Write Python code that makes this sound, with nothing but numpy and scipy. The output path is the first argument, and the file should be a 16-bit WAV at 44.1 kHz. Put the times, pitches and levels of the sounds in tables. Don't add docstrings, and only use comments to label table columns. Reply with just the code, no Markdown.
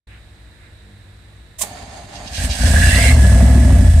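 import sys
import numpy as np
from scipy import signal
from scipy.fft import rfft, irfft
from scipy.io import wavfile
from scipy.ndimage import uniform_filter1d

SR = 44100
rng = np.random.default_rng(int(sys.argv[2]) if len(sys.argv) > 2 else 0)


def persist_wave(psi):
    counts = np.round(np.clip(psi, -1, 1) * 32767).astype(np.int16)
    wavfile.write(sys.argv[1], SR, np.atleast_2d(counts).T)


N = 176400
T = np.arange(N) / SR

CYLINDERS = [1.36, 0.16, 0.22, 1.06, 0.13, 0.96, 1.23, 0.14]


def amp(db):
    return 10 ** (np.asarray(db) / 20)


def unit(x):
    return x / np.sqrt(np.mean(x ** 2) + 1e-20)


def level(points):
    return amp(np.interp(T, *np.transpose(points), left=-140))


def read(points, hz):
    f, value = np.transpose(points)
    return np.interp(np.log(hz + 1), np.log(f + 1), value)


def steady(x, size=6000):
    power = uniform_filter1d(uniform_filter1d(x ** 2, size), size)
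    return x / np.sqrt(abs(power) + 1e-3 * np.mean(x ** 2))


def colour(x, spectrum, size=8192):
    log_gain = np.log(amp(read(spectrum, abs(np.fft.fftfreq(size, 1 / SR)))))
    ring = np.fft.ifft(np.exp(np.conj(signal.hilbert(log_gain)))).real
    return signal.fftconvolve(x, ring[:size // 2])[:N]


def drift(hz):
    rolloff = 1 + (np.fft.rfftfreq(N, 1 / SR) / hz) ** 4
    return unit(irfft(rfft(rng.standard_normal(N)) / rolloff, N))


def whistle(hz, width):
    phase = 2 * np.pi * np.cumsum(hz * np.ones(N)) / SR
    return unit(drift(width / 2) * np.cos(phase) + drift(width / 2) * np.sin(phase))


def scatter(x, t60, size=12000):
    tail = rng.standard_normal(size) * amp(-60 * np.arange(size) / SR / t60)
    return signal.fftconvolve(x, tail / np.linalg.norm(tail))[:N]


def fade(x, seconds):
    return signal.lfilter([1], [1, -np.exp(-1 / (seconds * SR))], x)


def grit(spread_db):
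    return unit(rng.standard_normal(N) * amp(spread_db * drift(2250)))


def firings(cycles, uneven_db, contrast=1):
    slot = np.floor(cycles * len(CYLINDERS)).astype(int)
    at = np.flatnonzero(np.diff(slot))
    strength = np.take(CYLINDERS, slot[at] % len(CYLINDERS)) ** contrast
    chance = np.clip(rng.standard_normal(N)[:len(at)], -2, 2)
    pulses = np.zeros(N)
    pulses[at] = strength * amp((uneven_db * np.ones(N))[at] * chance)
    return pulses


def night():
    machinery = [(44, -58.5), (51, -73.5), (59.2, -45.5), (87, -59), (102.3, -48.5), (150.7, -56.5),
                 (204.6, -61), (301.5, -64.5), (337.7, -70), (355.3, -63.5), (457.6, -64.5), (1685, -66)]
    nearby = [(0.143, 0.04, 2140, 1900, -48.5), (0.646, 0.041, 1960, 1300, -51.5),
              (0.972, 0.11, 202.1, 5, -51.5)]
    choruses = [(3970, 120, -65), (3720, 300, -66)]
    still_air = [(12, -62), (20, -30), (37, -6.5), (59, -0.5), (105, -0.5), (135, -19.5), (270, -18.5),
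                 (400, -24), (600, -21.5), (1200, -27), (1800, -20.5), (3090, -30.5), (3860, -24.5),
                 (4560, -32.5), (6200, -41), (8400, -33.5), (10500, -42), (15000, -50)]
    hum = sum(amp(db) * np.cos(2 * np.pi * hz * T + 2 * np.pi * rng.random() + .5 * drift(1.2))
              for hz, db in machinery)
    swells = sum(amp(db) * np.exp(-.5 * ((T - s) / half) ** 2) * whistle(hz, width)
                 for s, half, hz, width, db in nearby)
    insects = sum(amp(db) * whistle(hz, width) for hz, width, db in choruses) * amp(2 * drift(16))
    wash = amp(-45.5) * unit(colour(rng.standard_normal(N), still_air))
    return hum + swells + insects + wash


def starter(cycles):
    whirr_spectrum = [(120, -30.5), (200, -9), (292, -14), (383, -19), (570, -10), (696, 1.5), (929, -12),
                      (1330, -20.5), (1880, -12), (2850, -21.5), (4550, -20.5), (5970, -30), (6530, -25),
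                      (9210, -27), (15000, -52)]
    whirr_level = [(1.6, -97), (1.63, -28.5), (1.7, -37.5), (1.8, -35.5), (1.87, -41.5), (1.97, -36),
                   (2.07, -42.5), (2.17, -36.5), (2.24, -35.5), (2.29, -39), (2.45, -38), (2.62, -34.5),
                   (2.7, -75)]
    housing_modes = [(4550, 260, -16.5), (6470, 84, -17.5)]
    teeth_per_cycle = 270
    teeth = np.exp(-(cycles * teeth_per_cycle % 1) / 0.3)
    load = 1 + 0.12 * np.cos(2 * np.pi * len(CYLINDERS) * cycles)
    whirr = colour(grit(spread_db=5) * (0.37 + teeth) * load, whirr_spectrum)
    housing = sum(amp(db) * whistle(hz, width) for hz, width, db in housing_modes)
    whirr = (steady(whirr + 1.24 * scatter(whirr, t60=0.16)) + housing) * level(whirr_level)

    strikes = [(1.583, -27, 0.011, 0.047), (1.607, -16, 0.014, 0.0094)]
    clash_spectrum = [(120, -43), (200, -32), (385, -19), (701, 0), (921, -14), (1080, 1), (1280, -31),
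                      (1650, -10.5), (3800, -7), (4160, -8.5), (4820, -9.5), (8010, 3), (15400, -11)]
    blows = sum(amp(db) * np.clip((T - s) / rise, 0, 1) * np.exp(-np.maximum(T - s - rise, 0) / decay)
                for s, db, rise, decay in strikes)
    clash = unit(colour(grit(spread_db=3), clash_spectrum)) * blows

    gear_spectrum = [(500, -44), (1500, -20), (2400, 0.5), (3900, 5.5), (5500, 4), (7500, -6), (10000, -22),
                     (15000, -28)]
    gear_level = [(1.62, -60), (1.7, -53), (1.95, -51.5), (2.07, -59), (2.17, -38), (2.23, -60),
                  (2.28, -34.5), (2.315, -44.5), (2.35, -27.5), (2.45, -37), (2.48, -45), (2.51, -25),
                  (2.58, -33), (2.68, -28), (2.8, -50)]
    gears = colour(grit(spread_db=5) * (0.52 + teeth), gear_spectrum)
    gears = steady(scatter(gears, t60=0.053)) * level(gear_level)
    return whirr + gears + clash + 0.11 * scatter(clash, t60=0.1)


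def cranking(cycles, knock_s=1.612):
    knock_modes = [(692, -32, .11), (1034, -36, .08), (1117, -36, 0.075)]
    chug_spectrum = [(10, -60), (38, -10), (50, 7.5), (66, -9), (98, -1), (130, -7), (200, -9), (290, -9.5),
                     (370, -24), (2000, -70)]
    chug_level = [(1.6, -55), (1.66, -50), (1.8, -44), (1.93, -45.5), (2.1, -44), (2.23, -42.5),
                  (2.33, -45), (2.5, -60)]
    age = np.maximum(T - knock_s, 0)
    knock = sum(amp(db - 60 * age / t60) * np.sin(2 * np.pi * hz * age) for hz, db, t60 in knock_modes)
    gasps = fade(firings(cycles, uneven_db=1, contrast=.1), seconds=.03) * rng.standard_normal(N)
    return knock + steady(colour(gasps, chug_spectrum), size=3000) * level(chug_level)


def exhaust(cycles):
    unevenness = [(2.3, 2.5), (2.6, 5), (2.9, 3.5), (3.15, 1.2), (3.55, 2.2), (3.7, 4), (4, 1.5)]
    boom_spectrum = [(5, -82), (20, -46), (30, -9), (40, -22.5), (52, -0.5), (66, 2.5), (85, -3.5),
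                     (105, -13.5), (135, -17.5), (180, -28.5), (400, -90), (1000, -127)]
    boom_level = [(1.6, -62), (1.8, -35.5), (2.02, -48), (2.07, -50), (2.3, -40), (2.38, -24), (2.45, -18),
                  (2.52, -20), (2.57, -34), (2.62, -10), (2.7, -11.5), (2.85, -9.5), (2.95, -12),
                  (3.07, -10), (3.16, -7), (3.6, -8), (4, -7)]
    uneven_db = np.interp(T, *np.transpose(unevenness))
    stumble_cycles_per_db = .004
    stumble = stumble_cycles_per_db * uneven_db * drift(25) * (cycles > 0)
    cycles = np.maximum.accumulate(cycles + stumble)
    boom = steady(colour(firings(cycles, uneven_db), boom_spectrum), size=2500)

    bark_spectrum = [(10, -67), (70, -22), (130, -2.5), (190, 4), (215, -2), (245, 2), (278, -4.5),
                     (310, -16.5), (400, -22), (520, -18), (690, -16.5), (900, -31), (1350, -34),
                     (8000, -87)]
    bark_level = [(1.6, -75), (1.8, -58), (2.33, -54), (2.44, -29.5), (2.56, -39), (2.64, -23), (2.75, -23),
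                  (2.9, -25.5), (3.15, -22.5), (3.3, -21), (3.43, -16.5), (3.6, -17.5), (3.69, -20),
                  (3.84, -18.5), (3.92, -31.5), (4, -27)]
    blows = firings(cycles, uneven_db=4.0, contrast=0.47)
    puffs = unit(fade(blows, seconds=0.0082) * rng.standard_normal(N))
    bark = colour(0.78 * unit(blows) + puffs, bark_spectrum)
    bark = bark + scatter(bark, t60=.12)
    bark = np.array([steady(bark + .15 * scatter(bark, t60=0.23), size=3000) for side in range(2)])
    return boom * level(boom_level) + bark * level(bark_level) * amp(-0.5)


def air_rush(cycles):
    hiss_spectrum = [(200, -34), (700, -3), (1000, -6.5), (1300, -12), (1700, 11), (2100, -0.5), (2400, 0),
                     (2750, -1), (3400, -2), (4800, -3), (6200, -4), (7200, -2.5), (8200, 2), (9300, -0.5),
                     (10500, -6.5), (15000, -17.5)]
    hiss_level = [(2.1, -75), (2.31, -48), (2.34, -39.5), (2.45, -27.5), (2.485, -37), (2.51, -37),
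                  (2.58, -32.5), (2.68, -26.5), (2.72, -27), (2.88, -24.5), (3.06, -23.5), (3.11, -26.5),
                  (3.16, -33), (3.23, -30.5), (3.55, -35), (4, -37)]
    throb = unit(fade(firings(cycles, uneven_db=1.5, contrast=0.41), seconds=0.0071))
    hiss = colour(grit(spread_db=2.5) * (1 + 0.13 * throb), hiss_spectrum)
    return steady(hiss + 0.68 * scatter(hiss, t60=0.1)) * level(hiss_level) * amp(3.5)


def chuffs(cycles):
    puff_spectrum = [(100, -43), (300, -7.5), (400, -11), (480, -3), (600, 1), (700, 6), (800, -8.5),
                     (1000, -11), (1150, -12.5), (1350, -16), (3000, -28), (8000, -72)]
    puff_level = [(2.3, -60), (2.38, -41.5), (2.44, -37), (2.5, -41), (2.58, -45), (2.65, -27.5),
                  (2.71, -32), (2.75, -27.5), (2.87, -33), (3.0, -25), (3.12, -28.5), (3.2, -30),
                  (3.44, -25.5), (3.6, -33), (3.75, -28.5), (3.9, -39), (4, -33)]
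    puffs = fade(firings(cycles, uneven_db=3, contrast=0.68), seconds=0.011) * rng.standard_normal(N)
    puffs = colour(puffs, puff_spectrum)
    sides = [steady(puffs + 0.58 * scatter(puffs, t60=0.18), size=3000) for side in range(2)]
    return np.array(sides) * level(puff_level)


def belt(pulley_hz=1694):
    slip = [(2.55, 1600, -55), (2.61, 1603, -32.5), (2.671, 1678, -25), (2.72, 1640, -38.5),
            (2.759, 1670, -17.5), (2.801, 1690, -24), (2.831, 1660, -15), (2.89, 1708, -21.5),
            (2.949, 1916, -21.5), (3.02, 2120, -22), (3.108, 2090, -20), (3.159, 2030, -40),
            (3.5, 2005, -40), (4, 1950, -50)]
    tones = [(1, 189, 3.5), (.93, 199, -5.5), (1.08, 330, -4), (1.36, 400, -20), (1.6, 600, -12.5),
             (1.999, 399.2, -21)]
    pulley_level = [(2.6, -60), (2.8, -26), (3.16, -39), (3.22, -26.5), (3.36, -34), (3.45, -38),
                    (4, -44.5)]
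    s, hz, db = np.transpose(slip)
    pitch_hz = np.interp(T, s, hz)
    squeal = sum(amp(tone_db) * whistle(pitch_hz * ratio, width) for ratio, width, tone_db in tones)
    squeal = steady(squeal * amp(2 * drift(82)), size=900) * level(np.c_[s, db])
    reflections = 0.37 * scatter(squeal, t60=.15)
    pulley = steady(whistle(pulley_hz, width=51), size=2000) * level(pulley_level)
    return squeal + reflections + pulley


def rattle(knocks_per_s=76):
    metal_modes = [(2654, 0, .06), (2757, 1, 0.089), (3020, -1.8, 0.061), (3530, -2, 0.046),
                   (4000, -1.6, 0.049), (4330, -2, 0.078), (4880, -2, 0.052)]
    rattle_level = [(2.6, -51), (2.8, -37.5), (2.88, -25.5), (3.0, -25), (3.09, -29), (3.16, -39),
                    (3.3, -70)]
    age = T[:6000]
    metal = np.zeros(N)
    for hz, db, t60 in metal_modes:
        knocks = (rng.random(N) < knocks_per_s / SR) * rng.standard_normal(N)
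        ring = amp(db - 60 * age / t60) * np.sin(2 * np.pi * hz * age)
        metal += signal.fftconvolve(knocks, ring)[:N]
    return unit(metal) * level(rattle_level)


def scene():
    engine_speed = [(1.62, 1.12), (1.8, 2.39), (2.31, 2.234), (2.42, 7.17), (2.56, 6.2), (2.66, 9.85),
                    (2.8, 10.26), (2.93, 11.4), (3.01, 12.7), (3.11, 15.5), (3.2, 13.7), (3.31, 12.27),
                    (3.42, 13.2), (3.57, 13.35), (3.7, 13.6), (3.8, 10.6), (3.92, 11.03), (4, 8)]
    coherence = [(60, 0.94), (250, 1), (500, 0.8), (1000, 0.26), (2000, 0.2), (4000, 0.1), (12000, 0.12)]
    cycles = np.cumsum(np.interp(T, *np.transpose(engine_speed), left=0)) / SR
    paths = np.array([air_rush(cycles) + belt() + rattle() + starter(cycles) + night()
                      for path in range(2)])
    likeness = np.clip(read(coherence, np.fft.rfftfreq(2 * N, 1 / SR)), 0, 1)
    mid_side_gain = np.sqrt(np.array([1 + likeness, 1 - likeness]) / 2)
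    mid, side = irfft(rfft(paths, 2 * N) * mid_side_gain)[:, :N]
    return exhaust(cycles) + chuffs(cycles) + cranking(cycles) + np.array([mid + side, mid - side])


def record(dry):
    imbalance = [(60, 1), (110, -0.5), (200, -4), (380, 2), (700, -0.5), (1290, -4.0), (2380, -3.0),
                 (4390, -7), (8110, -14), (15000, 5.5)]
    open_s, ceiling, cutoff_hz = 0.0694, .95, 15600
    lean = amp(read(imbalance, np.fft.rfftfreq(2 * N, 1 / SR)))
    port_gain = np.array([lean, np.ones_like(lean)]) * 2 / (1 + lean)
    ports = irfft(rfft(dry, 2 * N) * port_gain)[:, :N]
    ports = ports * np.clip((T - open_s) / .004, .003, 1)
    clipped = ports / (1 + (abs(ports) / ceiling) ** 6) ** (1 / 6)
    lowpass = signal.firwin(511, cutoff_hz, window=("kaiser", 9), fs=SR)
    return signal.oaconvolve(clipped, lowpass[None], "same")


dry = scene()
out = record(dry)
persist_wave(out)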